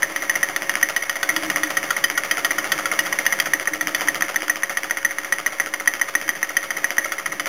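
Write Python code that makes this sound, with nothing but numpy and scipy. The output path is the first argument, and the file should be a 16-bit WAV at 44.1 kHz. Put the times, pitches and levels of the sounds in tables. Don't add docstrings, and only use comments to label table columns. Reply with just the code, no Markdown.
import sys
import numpy as np
from scipy import signal
from scipy.fft import rfft, irfft
from scipy.io import wavfile
from scipy.ndimage import uniform_filter1d, map_coordinates

SR = 44100
rng = np.random.default_rng(int(sys.argv[2]) if len(sys.argv) > 2 else 0)


def wav_out(sig):
    wavfile.write(sys.argv[1], SR, np.round(np.clip(np.atleast_2d(sig).T, -1, 1) * 32767).astype(np.int16))


def invert_db(x):
    u = np.asarray(x, float) / 20
    return 10 ** u


N = 329868

# pitch_hz [Hz], level_db [dB], fade_s [s to fall 60 dB]
CAN = [(1610, -16, .03), (1735, -11, .03), (1800, -8, .02), (1873, 0, .015), (1990, -7, .014),
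       (2092, -4, .016), (2200, -7, .02)]


def unit(x):
    return x / np.sqrt(np.mean(x ** 2))


def coloured(points):
    hz, db = np.transpose(points)
    log_pitch = np.log(np.fft.rfftfreq(N, 1 / SR) + 1)
    gain = invert_db(np.interp(log_pitch, np.log(hz), db))
    return unit(irfft(rfft(rng.standard_normal(N)) * gain, N))


def walk(rate):
    hold = int(SR / rate)
    levels = np.repeat(rng.standard_normal(N // hold + 1), hold)
    return uniform_filter1d(uniform_filter1d(levels, hold), hold)[:N]


def ring(modes, hz=None, reach_hz=230, scatter_db=0, stretch=1, size=SR // 8, against=-1):
    f, db, t60 = np.transpose(modes)[:, :, None]
    if hz:
        db = db - 6 * ((f - hz) / reach_hz) ** 2
    t = np.arange(size) / SR
    sign = against ** np.arange(len(modes))[:, None]
    fade = np.exp(-np.log(1000) * t / t60)
    tones = np.sin(2 * np.pi * f * stretch * t)
    return np.sum(sign * invert_db(db + scatter_db) * fade * tones, axis=0)


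def add(out, s, piece):
    i = int(s * SR)
    out[i:i + len(piece)] += piece[:N - i]


def state(s):
    # time_s [s], near_db [dB], slack_db [dB], shake_db [dB]
    slow_changes = [(0, 0, -0.5, 2), (.5, 1.5, 1, 4.5), (1.1, -1, 5, -6.5), (1.4, 3.3, 5, 12),
                    (2.0, 1.5, 8, -2), (2.8, 3, 6.5, 9), (3.25, 4, 1.5, -2.5), (3.75, -2, 4.5, 7.5),
                    (4.1, 2.4, 2, 8), (4.5, -1.5, 1.5, -1.5), (5.25, -2.5, 2.5, -5), (7.0, -2, 0, -1.5),
                    (7.48, -2, 4, 2.5)]
    at, *columns = np.transpose(slow_changes)
    return [np.interp(s, at, c) for c in columns]


def flame_hiss(near_db):
    # pitch_hz [Hz], level_db [dB per Hz]
    flame_colour = [(150, -58.5), (250, -19), (370, -2), (480, -11.5), (650, -2.5), (880, -7.5),
                    (1250, -4.5), (1540, -8), (1900, -2), (2250, -3.5), (2450, -10), (3150, -10),
                    (3700, -11.5), (4500, -35.5)]
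    return invert_db(near_db - 36 + walk(9)) * coloured(flame_colour)


def table_drone(shake_db):
    hum_colour = [(250, -37.5), (285, -1.5), (308, 5.5), (335, -0.5), (380, -43.5)]
    return invert_db(shake_db - 48.5 + 4.0 * walk(28)) * coloured(hum_colour)


def table_rumble(near_db, shake_db):
    # pitch_hz [Hz], level_db [dB per Hz]
    rumble_colour = [(20, -31.5), (55, -19), (95, -12.5), (140, -1), (210, 3), (260, -17), (320, -45)]
    return invert_db(-53.5 + 0.24 * shake_db + near_db + 3.0 * walk(16)) * coloured(rumble_colour)


def generator_whine(near_db):
    pitch_hz = 552.3 + 1.5 * walk(3)
    level = np.sqrt(2) * invert_db(-43.5 + .8 * near_db + 1.1 * walk(15))
    return level * np.sin(2 * np.pi * np.cumsum(pitch_hz) / SR)


def rattle(level_db, per_s=1200):
    size_db = np.minimum(4 * rng.exponential(size=N), 10)
    hits = (rng.random(N) < per_s / SR) * invert_db(size_db) * rng.choice([-1, 1], N)
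    ringing = signal.fftconvolve(hits, ring(CAN, 2100, 540))[:N]
    return invert_db(level_db + 2.7 * walk(40)) * unit(ringing)


def steady():
    near_db, _, shake_db = state(np.arange(N) / SR)
    table = table_drone(shake_db) + table_rumble(near_db, shake_db)
    return flame_hiss(near_db) + table + generator_whine(near_db) + rattle(near_db - 38)


def strokes():
    # start_s [s], power_knock_db [dB],
    # thin_parts_db [dB against the knock], back_knock_db [dB]
    flywheel_turns = [(0.03, -3.5, -18, -37), (0.1615, -7, -13.5, -14.5), (0.296, -4.5, -12.5, -8.5),
                      (0.4297, -5, -15, -12), (0.5619, -7.5, -6.5, -9), (0.6946, -4.5, -8, -3),
                      (0.8279, -2.5, -15, -9), (0.9631, -7.5, -7.5, -12), (1.0952, -8, -6, -13),
                      (1.2297, -11.5, 0, -6), (1.3632, -9, 0.5, -13.5), (1.5002, -7, -6.5, -5),
                      (1.633, -7, -8.5, -21), (1.7695, -6.5, -9.5, -10), (1.9052, -11, -4, -10),
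                      (2.0399, -4.5, -4.5, -5), (2.176, -9.5, -6, -8.5), (2.311, -7.5, -1, -8.5),
                      (2.4468, -8, -0.5, -8), (2.5826, -10, -9, -12), (2.7186, -8, -1.5, -12.5),
                      (2.8564, -9, -8, -8), (2.9904, -4, -6, -17.5), (3.126, -9, -11, -5),
                      (3.2641, -1.5, -8.5, -5.5), (3.3996, -7.5, 1.5, -10),
                      (3.535, -2.5, -14, -8.5), (3.6735, -6, -30, -11.5), (3.81, -7, -13, -4.5),
                     (3.9472, -7, -4, -7), (4.0842, -4, -17, -10), (4.222, -3, -19, -13.5),
                     (4.3595, -4.5, -17, -9), (4.4971, -3.5, -35, -10), (4.6333, -6, -28, -11.5),
                     (4.7716, -6, -13, -10), (4.9089, -4, -19, -10), (5.048, -5, -16, -14),
                     (5.1843, -9, -17, -12.5), (5.3238, -3.5, -14, -10.5), (5.462, -5.5, -21, -16.5),
                     (5.599, -3.5, -23, -10.5), (5.7382, -10.5, -8.5, -13.5), (5.8746, -3, -16.5, -8),
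                     (6.0138, -4.5, -20, -27), (6.1519, -2.5, -17, -13), (6.2908, -3.5, -15, -19.5),
                     (6.429, -5, -34, -16.5), (6.5677, -4, -10.5, -17), (6.7053, -9, -15.5, -13),
                     (6.843, -4, -19, -6.5), (6.9819, -2.5, -19, -12), (7.1204, -10, -8.5, -15),
                     (7.2583, -11, -10, -16), (7.3969, -11, -5, -9)]
    s, db, thin_db, back_db = np.transpose(flywheel_turns)
    turn = np.arange(len(s))
    crank_s = np.polyval(np.polyfit(turn, s, 5), turn)
    turn_s = np.gradient(crank_s)
    _, slack, shake = state(s)
    weak = -5.5 - db
    spread, drag, rub, spot = rng.random((len(s), 4)).T

    power_hz = 1930 - 7.5 * slack + 5.5 * weak + 80 * (spot - .5)
    power_ms = 4.6 + 0.72 * slack + 2 * (spread - .5)
    power_frame_db = -26.5 + 3 * weak + 1.6 * slack
    power = (s, db, power_hz, power_ms, thin_db, power_frame_db)

    drag = np.clip(drag ** 3 - .05 * (back_db + 13), 0, 1)
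    back_s = crank_s + .447 * turn_s
    back_hz = 2050 + drag * (1950 - 2050)
    back_ms = 2.4 + drag * (9.5 - 2.4)
    back_frame_db = -24 + 8 * drag + 0.35 * slack
    back = (back_s, back_db, back_hz, back_ms, np.full(len(s), -16.), back_frame_db)

    rub_db = -30.5 + 0.54 * slack + 0.3352 * shake + 4 * (rub - .5)
    return power, back, turn_s, rub_db


def pins(crank_s, turn_s):
    # start_s [s], peak_db [dB]
    pin_drops = [(0.0225, -8), (0.4097, -20), (0.813, -12), (1.89, -19), (3.2548, -9), (3.389, -10.5),
                 (3.5219, -25), (3.6556, -13), (4.0747, -8.5), (4.2083, -7.5), (4.3436, -13), (4.481, -8),
                 (4.623, -17), (4.8977, -14), (5.0291, -15), (5.5855, -23), (5.8585, -15), (5.996, -14.5),
                 (6.14, -18), (6.2791, -13), (6.416, -19), (6.554, -21), (6.833, -21), (6.9686, -16)]
    # start_s [s], peak_db [dB]
    stray_ticks = [(0.313, -17), (0.3413, -23), (0.7153, -16), (0.739, -13), (0.7702, -16), (1.128, -19),
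                   (1.3054, -25), (1.5165, -14), (1.553, -24), (1.8982, -19), (2.2483, -24), (3.424, -15),
                   (3.4577, -9.5), (3.5865, -24), (3.6276, -16.5), (3.998, -13), (4.0996, -28),
                   (4.127, -28), (4.406, -18), (4.569, -19), (4.7025, -17), (4.8426, -11), (5.116, -24),
                   (5.2336, -17), (6.448, -18), (6.619, -22), (6.8385, -23), (7.0245, -26)]
    # turn_share [fraction of a turn], mean_db [dB]
    faint_ticks = [(.13, -28.5), (.34, -29), (.54, -27.5), (.75, -35)]
    share, db = np.transpose(faint_ticks)
    when, louder = np.moveaxis(rng.standard_normal((len(crank_s), len(faint_ticks), 2)), -1, 0)
    s = crank_s[:, None] + turn_s[:, None] * (share + .025 * when)
    faint = np.c_[s.ravel(), (db + 4 * louder).ravel()]
    return np.r_[pin_drops, stray_ticks, faint[faint[:, 0] < N / SR]]


def contacts(hz, ms, chance, ring_ms):
    rebound_ms = np.cumsum(.5 + ms / 6 * chance[:8])
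    rebound_ms = rebound_ms[rebound_ms < ms - ring_ms]
    beat_hz = min((f for f, *_ in CAN[2:]), key=lambda f: abs(f - hz))
    cycles = np.round(rebound_ms * beat_hz / 1000)
    strength = (.28 + .35 * chance[8:8 + len(cycles)]) * (1 - rebound_ms / ms)
    bounces = np.zeros(int(ms * SR / 1000) + 200)
    bounces[np.r_[0, cycles * SR / beat_hz].astype(int)] = np.r_[1, strength]
    return bounces


def knock(db, hz, ms, thin_db, frame_db, chance, ring_ms=3.4):
    # pitch_hz [Hz], level_db [dB], fade_s [s to fall 60 dB]
    frame_tones = [(677, -13.5, 0.023), (920, -6.5, 0.028), (1029, -2.5, 0.028), (1250, 0.5, 0.035),
                   (1322, 6.5, .025), (1464, 7.5, 0.025)]
    thin_tones = [(2590, 5.5, .01), (2633, 2.5, 0.0054), (2970, 4.5, 0.036), (3299, 9, 0.022),
                  (3660, -3, 0.0053), (3570, -5, 0.014)]
    bounces = contacts(hz, ms, chance, ring_ms)
    shift = chance[16:, None] - .5
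    reach_hz = 165 + 4 * max(frame_db + 26, 0)
    parts = ((CAN, 0, hz, .01), (frame_tones, frame_db, None, .12), (thin_tones, thin_db, None, .09))
    out = 0
    for modes, part_db, near_hz, loose in parts:
        against = -1 if ms > ring_ms or not near_hz else 1
        sound = ring(modes, near_hz, reach_hz, scatter_db=4.8 * shift[:len(modes)],
                     stretch=1 + loose * shift[-len(modes):], size=SR // 24, against=against)
        part = signal.fftconvolve(bounces, sound)
        out = out + invert_db(db + part_db) * part / np.abs(part).max()
    return out


def linkage(power, back, turn_s):
    # pitch_hz [Hz], level_db [dB], fade_s [s to fall 60 dB]
    board_tones = [(203, -8, 0.059), (309.7, 2.5, 0.15), (314.7, -4.5, 0.28), (351, -9, 0.21),
                   (589, -7.5, 0.17), (724, 4, 0.1)]
    out, thumps = np.zeros(N), np.zeros(N)
    rows = [(*r, 0) for r in zip(*power)]
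    rows += [(*r, 3.0) for r in zip(*back)]
    rows += [(s, db - 1.5, 1960, 3.0, -13, -9, -5) for s, db in pins(power[0], turn_s)]
    for row, chance in zip(rows, rng.random((len(rows), 24))):
        s, db, hz, ms, thin_db, frame_db, thump_db = row
        add(out, s, knock(db, hz, ms, thin_db, frame_db, chance))
        add(thumps, s + .004, invert_db(db + thump_db) * np.hanning(60) / 30)
    no_bass = signal.butter(3, 750, "high", fs=SR, output="sos")
    board = signal.fftconvolve(thumps, ring(board_tones))[:N]
    return signal.sosfilt(no_bass, out) + invert_db(-30.5) * board


def scrape(power, back, rub_db, rise_s=0.0099, fall_s=.017):
    # pitch_hz [Hz], level_db [dB per Hz]
    scrape_colour = [(150, -32), (300, -18), (600, 1.5), (1000, -7.5), (1350, 5), (1600, -6.5), (1900, 2),
                     (2400, -7), (3200, -5), (4000, -14.5)]
    swell, t = np.zeros(N), np.arange(SR // 10) / SR
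    shape = np.minimum(t / rise_s, 1) ** 2 * np.exp(-np.maximum(t - rise_s, 0) / fall_s)
    power_rub_db = power[1] + 0.31 * power[5] - 16
    for s, db in zip(np.r_[back[0], power[0]], np.r_[rub_db + 3.4, power_rub_db]):
        add(swell, s, invert_db(db) * shape)
    grain = invert_db(np.clip(6.3 * walk(600), -8, 4))
    return swell * grain * coloured(scrape_colour)


def room_tail(engine, t60_s=0.22, level_db=-12):
    t = np.arange(SR // 2) / SR
    fade = np.exp(-np.log(1000) * t / t60_s) * np.minimum(t / 0.0051, 1)
    path = np.arange(N) // (SR // 15) % 5
    room = np.zeros(N)
    for k in range(5):
        echo = fade * rng.standard_normal(len(t))
        room += signal.fftconvolve(engine * (path == k), echo)[:N]
    return invert_db(level_db) * room / np.sqrt(np.sum(fade ** 2))


def scene():
    power, back, turn_s, rub_db = strokes()
    engine = linkage(power, back, turn_s) + scrape(power, back, rub_db)
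    return (engine + room_tail(engine) + steady())[None]


def band_limit(x):
    return signal.sosfilt(signal.butter(12, 16810, fs=SR, output="sos"), x)


def record(dry):
    camera_hz, step, top = 8001.5, 1 / 128, .76
    soft = signal.sosfilt(signal.butter(4, 3700, fs=SR, output="sos"), dry[0])
    soft = np.clip(soft, -top, top)
    ticks = np.arange(int(N * camera_hz / SR) + 2) * SR / camera_hz
    sampled = map_coordinates(soft, [ticks], order=3, mode="nearest")
    steps = np.floor(sampled / step) * step
    held = steps[(np.arange(N) * camera_hz / SR).astype(int)]
    body = signal.sosfiltfilt(signal.ellip(8, .1, 50, 15800, fs=SR, output="sos"), held)
    knocking = np.clip(uniform_filter1d(np.abs(held), size=512) / 0.14 - 1, 0, 1)
    mix = body + invert_db(-10) * knocking * (held - body)
    return band_limit(mix[None])


dry = scene()
out = record(dry)
wav_out(out)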